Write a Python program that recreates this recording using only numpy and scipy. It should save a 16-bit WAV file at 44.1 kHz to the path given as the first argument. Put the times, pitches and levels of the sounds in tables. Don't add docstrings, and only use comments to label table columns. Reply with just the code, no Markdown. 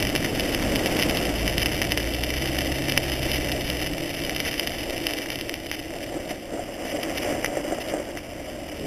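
import sys
import numpy as np
from scipy import signal
from scipy.fft import rfft, irfft
from scipy.io import wavfile

SR = 44100
rng = np.random.default_rng(int(sys.argv[2]) if len(sys.argv) > 2 else 0)


def output_pcm(signal):
    pcm = np.clip(np.atleast_2d(signal).T, -1, 1) * 32767
    wavfile.write(sys.argv[1], SR, np.round(pcm).astype(np.int16))


N = 390726
TIME = np.arange(N) / SR
HOLD_HZ = 8000

# time in seconds, level in dB before gusts.
WIND_LEVEL = [(0, -32.5), (2.2, -37), (3.9, -38), (5, -44), (6.7, -45.5), (8.86, -42)]
# centre in seconds, lift in dB.
WIND_GUSTS = [(0, 1.5), (.7, 4.5), (1.602, 5), (2.88, 1), (7.3, 5)]
# time in seconds, firing rate in Hz.
ENGINE_FIRING = [(1.3, 54.76), (2.03, 55.44), (2.42, 65.75), (2.65, 64.8), (2.9, 68), (3.2, 64.8),
                 (3.6, 63.35), (4.15, 59.3)]
# time in seconds, share from 0 to 1.
ICE_SHARE = [(0, 0), (5.2, 0.13), (5.9, 0.22), (6.8, 0.88), (7.9, 0.88), (8.8, 0.63)]
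# time in seconds, relative knock peak in dB, relative shudder level in dB.
RUT_HITS = [(5.96, -24, -34), (6.17, -26, -33), (6.307, -19.5, -34.5), (6.535, -21, -34.5),
            (6.591, -16.5, -33.5), (6.984, -20, -33), (7.324, -15, -30), (7.478, -17, -42),
            (7.569, -13, -31.5), (7.721, -10.5, -40), (7.784, -15.5, -38), (7.937, -14, -32),
            (7.968, -21, -33)]
# time in seconds, relative crackle level in dB.
CRACKLE_LEVEL = [(0, -34), (.85, -36), (1.02, -32), (1.35, -35), (2.3, -35), (2.55, -33.5), (3.4, -33),
                 (4.05, -37), (4.4, -35.5), (5.2, -36.5), (5.6, -42), (6, -42), (6.55, -44.5),
                 (7.25, -33.5), (7.45, -38), (7.9, -39.5), (8.25, -44.5), (8.86, -42)]
# start in seconds, length in seconds, relative level in dB.
STUD_SKIDS = [(1.609, 0.028, -25.5), (2.469, 0.037, -35), (3.328, 0.033, -30), (4.449, 0.052, -28.5),
              (5.72, .04, -34.5), (6.026, 0.021, -35), (6.289, 0.033, -35), (6.834, 0.11, -39),
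              (7.028, 0.013, -29.5), (7.171, 0.017, -27), (7.8, 0.029, -35), (7.872, 0.034, -35.5),
              (8.159, 0.04, -41.5)]
# start in seconds, relative attack level in dB, brightness in dB.
STUD_SNAPS = [(.0257, -20.5, 0), (.152, -20, -8), (.161, -20, -2), (0.2468, -23, -5), (0.3968, -21.5, 2),
              (0.5474, -20.5, 0), (.758, -21.5, 5), (.86, -21, 3), (1.02, -25, 10), (1.0249, -18, 2),
              (1.034, -24.5, 10), (1.1716, -22, 10), (1.478, -21.5, -1), (1.5807, -19.5, 3),
              (1.659, -18.5, -1), (1.817, -19, -5), (1.8223, -22.5, -1), (1.92, -17.5, 1.5),
              (1.9748, -19, -5), (2.2362, -21.5, 2), (2.4738, -28, 6), (2.5871, -23, 0), (2.6074, -23, 3),
              (2.8969, -22, 5), (2.9214, -21.5, -2), (2.976, -13, -2), (3.3164, -23, 15), (3.5216, -25, 9),
              (3.7005, -22, 8), (4.2951, -24, -2), (4.3629, -24, -2), (4.402, -21, 3), (4.596, -18.8, 3),
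              (4.673, -23, -2), (5.068, -19, 3), (5.1355, -25, 2), (5.1863, -27.5, -2), (5.3027, -24.5, 3),
              (5.3569, -26.5, 5), (5.411, -26, 4), (5.4946, -24, 2), (5.5405, -26, 4), (5.7145, -24, -6.5),
              (6.311, -33.5, -22), (7.4454, -19, -17), (7.4597, -24, -7), (8.1728, -30.5, -14)]

# frequency in Hz, relative level in dB.
WIND_COLOUR = [(10, -33), (28, -1), (50, -0.5), (110, -2), (180, -6), (300, -5.5), (600, -49), (2000, -78)]
CAR_COLOUR = [(40, -16), (150, -2), (230, 1.5), (400, -2), (520, -1), (700, -2), (900, -13.5), (1200, -16),
              (1700, -14), (3000, -14), (4000, -24.5)]
TYRE_ASPHALT_COLOUR = [(40, -6), (170, -14.5), (245, -9), (288, 1.5), (338, 1.5), (385, -8), (450, -8),
                       (520, -6.5), (605, -4.5), (720, -9), (850, -18), (1100, -28), (2000, -33),
                       (4000, -27.5)]
TYRE_ICE_COLOUR = [(40, -14.5), (170, -14), (245, -6.5), (305, 0.5), (365, -5.5), (440, -10.5), (520, -2.5),
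                   (585, 0), (640, -4.5), (720, -5.5), (850, -17.5), (1100, -21.5), (2000, -20.5),
                   (4000, -61)]
STUD_ASPHALT_COLOUR = [(150, -12), (620, -3), (1050, -13), (1550, -8), (2010, 4.5), (2180, -2), (2320, 4),
                       (2480, -6.5), (2690, 5), (2830, 2), (3000, 6.5), (3270, -5.5), (3750, -3),
                       (4000, -9.5)]
STUD_ICE_COLOUR = [(150, -12.5), (620, 4.5), (1000, -7.5), (1550, -10.5), (1970, 1.5), (2300, 0.5),
                   (2600, -6), (2900, 3.5), (3100, -5), (3350, -5.5), (3700, -28), (4000, -9)]


def gain_of(db):
    return 10 ** (np.asarray(db) / 20)


def unit_rms(x):
    return x / np.sqrt(np.mean(x ** 2) + 1e-20)


def curve(rows):
    return np.interp(TIME, *np.transpose(rows))


def colour_db(colour, hz):
    corner_hz, db = np.transpose(colour)
    return np.interp(np.log(hz + 1), np.log(corner_hz + 1), db)


def add(mix, start_s, sound):
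    part = mix[max(round(start_s * SR), 0):][:len(sound)]
    part += sound[:len(part)]


def swell(centre_s, width_s):
    return np.exp(-.5 * ((TIME - centre_s) / width_s) ** 2)


def noise(colour):
    shape = gain_of(colour_db(colour, np.fft.rfftfreq(N, 1 / SR)))
    return unit_rms(irfft(rfft(rng.standard_normal(N)) * shape, N))


def wander(rate_hz):
    hz = np.fft.rfftfreq(N, 1 / SR)
    shape = np.exp(-(hz / rate_hz) ** 2) * (hz > 1)
    return unit_rms(irfft(rfft(rng.standard_normal(N)) * shape, N))


def ring(colour, bright_db=0, pivot_hz=2450, span_hz=450, size=4096):
    hz = np.fft.rfftfreq(size, 1 / SR)
    db = colour_db(colour, hz) + bright_db / 2 * np.tanh((hz - pivot_hz) / span_hz)
    db -= 60 * np.clip(hz / (HOLD_HZ / 2) - 1, 0, 1)
    log_gain = np.log(gain_of(np.r_[db, db[-2:0:-1]]))
    minimum_phase = np.exp(np.conj(signal.hilbert(log_gain)))
    response = np.fft.ifft(minimum_phase).real[:size // 2]
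    return response / np.linalg.norm(response)


def blows(per_s, spread_db, cap_sigmas=2.27):
    strength = gain_of(spread_db * np.minimum(rng.standard_normal(N), cap_sigmas))
    return strength * rng.choice([-1, 1], N) * (rng.random(N) < per_s / SR)


def grains(colour, per_s, spread_db, bright_db):
    showers = [signal.oaconvolve(blows(per_s / len(bright_db), spread_db), ring(colour, db))[:N]
               for db in bright_db]
    return unit_rms(sum(showers))


def frame_smear(x, centre_hz=2330, width_hz=1200):
    radius = np.exp(-np.pi * width_hz / SR)
    poles = [1, -2 * radius * np.cos(2 * np.pi * centre_hz / SR), radius ** 2]
    return signal.lfilter(poles[::-1], poles, x)


def wind():
    lumps_db = 1.2 * wander(rate_hz=12)
    gusts_db = sum(db * swell(s, width_s=.12) for s, db in WIND_GUSTS)
    return gain_of(curve(WIND_LEVEL) + gusts_db + lumps_db) * noise(WIND_COLOUR)


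def rumble(start_s=8.78, fade_in_s=.05, level_db=-31):
    # frequency in Hz, relative level in dB.
    colour = [(40, -18), (90, -12), (140, -1), (200, -2.5), (320, -4), (420, 0), (600, -24), (1200, -42)]
    return gain_of(level_db) * np.clip((TIME - start_s) / fade_in_s, 0, 1) * noise(colour)


def car_tyres(nearest_s=.95, approach_s=.42, leave_s=.28, level_db=-26):
    away = (TIME - nearest_s) / np.where(TIME < nearest_s, approach_s, leave_s)
    return gain_of(level_db) * noise(CAR_COLOUR) / np.hypot(1, away)


def car_engine(drone_s=1.35, lift_off_s=3.88, dip_at_s=1.81, dip_every_s=1.09, hum_s=3.95):
    firing_hz = curve(ENGINE_FIRING)
    since_s = TIME - drone_s
    fade_in_db = 70 * np.minimum(since_s, 0)
    distance_db = -1.9 * since_s
    lift_off_db = -40 * np.maximum(TIME - lift_off_s, 0)
    drone_db = -31.5 + fade_in_db + distance_db + lift_off_db
    from_dip_s = (TIME - dip_at_s + dip_every_s / 2) % dip_every_s - dip_every_s / 2
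    first_db = drone_db - 11 * np.exp(-(from_dip_s / .12) ** 2)
    second_db = drone_db - 9 + .59 * (firing_hz - firing_hz[0])
    hum_hz = 160.5 - 32 * (TIME - hum_s)
    hum_db = -40 - 19 * abs(TIME - hum_s)
    partials = [(firing_hz, first_db), (2 * firing_hz, second_db), (3 * firing_hz, second_db - 13.5),
                (hum_hz, hum_db)]
    pitch_drift = 1 + .003 * wander(rate_hz=10)
    out = np.zeros(N)
    for hz, db in partials:
        waver_db = .6 * wander(rate_hz=8)
        phase = 2 * np.pi * np.cumsum(hz * pitch_drift) / SR
        out += gain_of(db + waver_db) * np.sqrt(2) * np.sin(phase)
    return out


def tread_hum(centre_s=8.52, pitch_hz=585, rise_hz_per_s=70, level_db=-40):
    phase = 2 * np.pi * np.cumsum(pitch_hz + rise_hz_per_s * (TIME - centre_s)) / SR
    fuzzy_note = wander(rate_hz=30) * np.cos(phase) + wander(rate_hz=30) * np.sin(phase)
    return gain_of(level_db) * swell(centre_s, width_s=.12) * fuzzy_note


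def bicycle_tyres(ice_boost_db=1.6, shudder_s=.033):
    ice = curve(ICE_SHARE)
    lumps = grains(TYRE_ICE_COLOUR, per_s=1100, spread_db=3, bright_db=[-6.5])
    rush = np.sqrt(1 - ice) * noise(TYRE_ASPHALT_COLOUR) + np.sqrt(ice) * lumps
    follow_db = .82 * (curve(CRACKLE_LEVEL) + 34)
    rolling = gain_of(-30.5 + follow_db + ice_boost_db * ice)
    shudder_power = sum(gain_of(db) ** 2 * swell(s, shudder_s) for s, _, db in RUT_HITS)
    waver = gain_of(.94 * wander(rate_hz=9.8))
    return np.sqrt(rolling ** 2 + shudder_power) * waver * rush


def rut_knocks(trim_db=-2, rattle_s=.0044, size=1024):
    # frequency in Hz, relative level in dB.
    colour = [(60, -28), (200, -13), (300, -7), (430, -2), (590, -1.5), (720, 1.5), (900, -27),
              (2000, -20), (4000, -42)]
    body = frame_smear(ring(colour), centre_hz=600, width_hz=470)
    out, t = np.zeros(N), np.arange(size) / SR
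    for start_s, db, _ in RUT_HITS:
        rattle = .13 * rng.standard_normal(size) * np.exp(-t / rattle_s)
        thud = np.convolve((t == 0) + rattle, body)
        add(out, start_s, gain_of(db + trim_db) * thud / abs(thud).max())
    return out


def stud_skids(trim_db=1):
    bursts = np.zeros(N)
    for start_s, length_s, db in STUD_SKIDS:
        add(bursts, start_s, gain_of(db + trim_db) * signal.windows.tukey(round(length_s * SR), .4))
    chatter = grains(STUD_ASPHALT_COLOUR, per_s=1900, spread_db=2, bright_db=np.linspace(6.5, -6.5, 5))
    return bursts * chatter


def stray_snaps(per_s=16, lift_db=5.5, bright_spread_db=9, candidates=300):
    position, luck = rng.random((candidates, 2)).T
    bright_db = bright_spread_db * rng.standard_normal(candidates)
    at = (position * N).astype(int)
    bare = 1 - np.clip(2 * curve(ICE_SHARE)[at], 0, 1)
    rows = np.transpose([TIME[at], curve(CRACKLE_LEVEL)[at] + lift_db, bright_db])
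    return list(rows[luck < bare * per_s * N / SR / candidates])


def stud_snaps(trim_db=1.5, attack_s=.004, scrape_s=.0013, size=256):
    out, t = np.zeros(N), np.arange(size) / SR
    for start_s, db, bright_db in STUD_SNAPS + stray_snaps():
        scrape = .05 * rng.standard_normal(size) * np.exp(-t / scrape_s)
        click = np.convolve((t == 0) + scrape, ring(STUD_ASPHALT_COLOUR, bright_db))
        attack_rms = np.std(click[:round(attack_s * SR)])
        add(out, start_s, gain_of(db + trim_db) * click / attack_rms)
    return out


def stud_crackle():
    ice = curve(ICE_SHARE)
    ticks = grains(STUD_ASPHALT_COLOUR, per_s=800, spread_db=6, bright_db=np.linspace(-6, 6, 5))
    ticks += gain_of(-2) * noise(STUD_ASPHALT_COLOUR)
    crunch = grains(STUD_ICE_COLOUR, per_s=3600, spread_db=5, bright_db=np.linspace(-2.5, 2.5, 5))
    patches = gain_of(1.5 * wander(rate_hz=60))
    clumps = gain_of(1.7 * wander(rate_hz=50))
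    on_asphalt = gain_of(3) * unit_rms(ticks * patches)
    on_ice = gain_of(.5) * unit_rms(crunch * clumps)
    return gain_of(curve(CRACKLE_LEVEL)) * (np.sqrt(1 - ice) * on_asphalt + np.sqrt(ice) * on_ice)


def scene():
    studs = frame_smear(stud_crackle() + stud_snaps() + stud_skids())
    bicycle = studs + bicycle_tyres() + tread_hum() + rut_knocks()
    return (bicycle + car_tyres() + car_engine() + wind() + rumble())[None]


def record(dry, repeats=6, top_hz=14500):
    coarse = signal.resample_poly(dry, HOLD_HZ, SR, axis=1, window=("kaiser", 5))
    coarse = signal.oaconvolve(coarse, signal.firwin(61, 3930, fs=HOLD_HZ)[None], "same")
    steps = np.repeat(coarse, repeats, axis=1)
    fizzy = signal.resample_poly(steps, SR, repeats * HOLD_HZ, axis=1)[:, :N]
    high_cut = signal.firwin(101, top_hz, window=("kaiser", 8), fs=SR)
    return signal.oaconvolve(fizzy, high_cut[None], "same")


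dry = scene()
out = record(dry)
output_pcm(out)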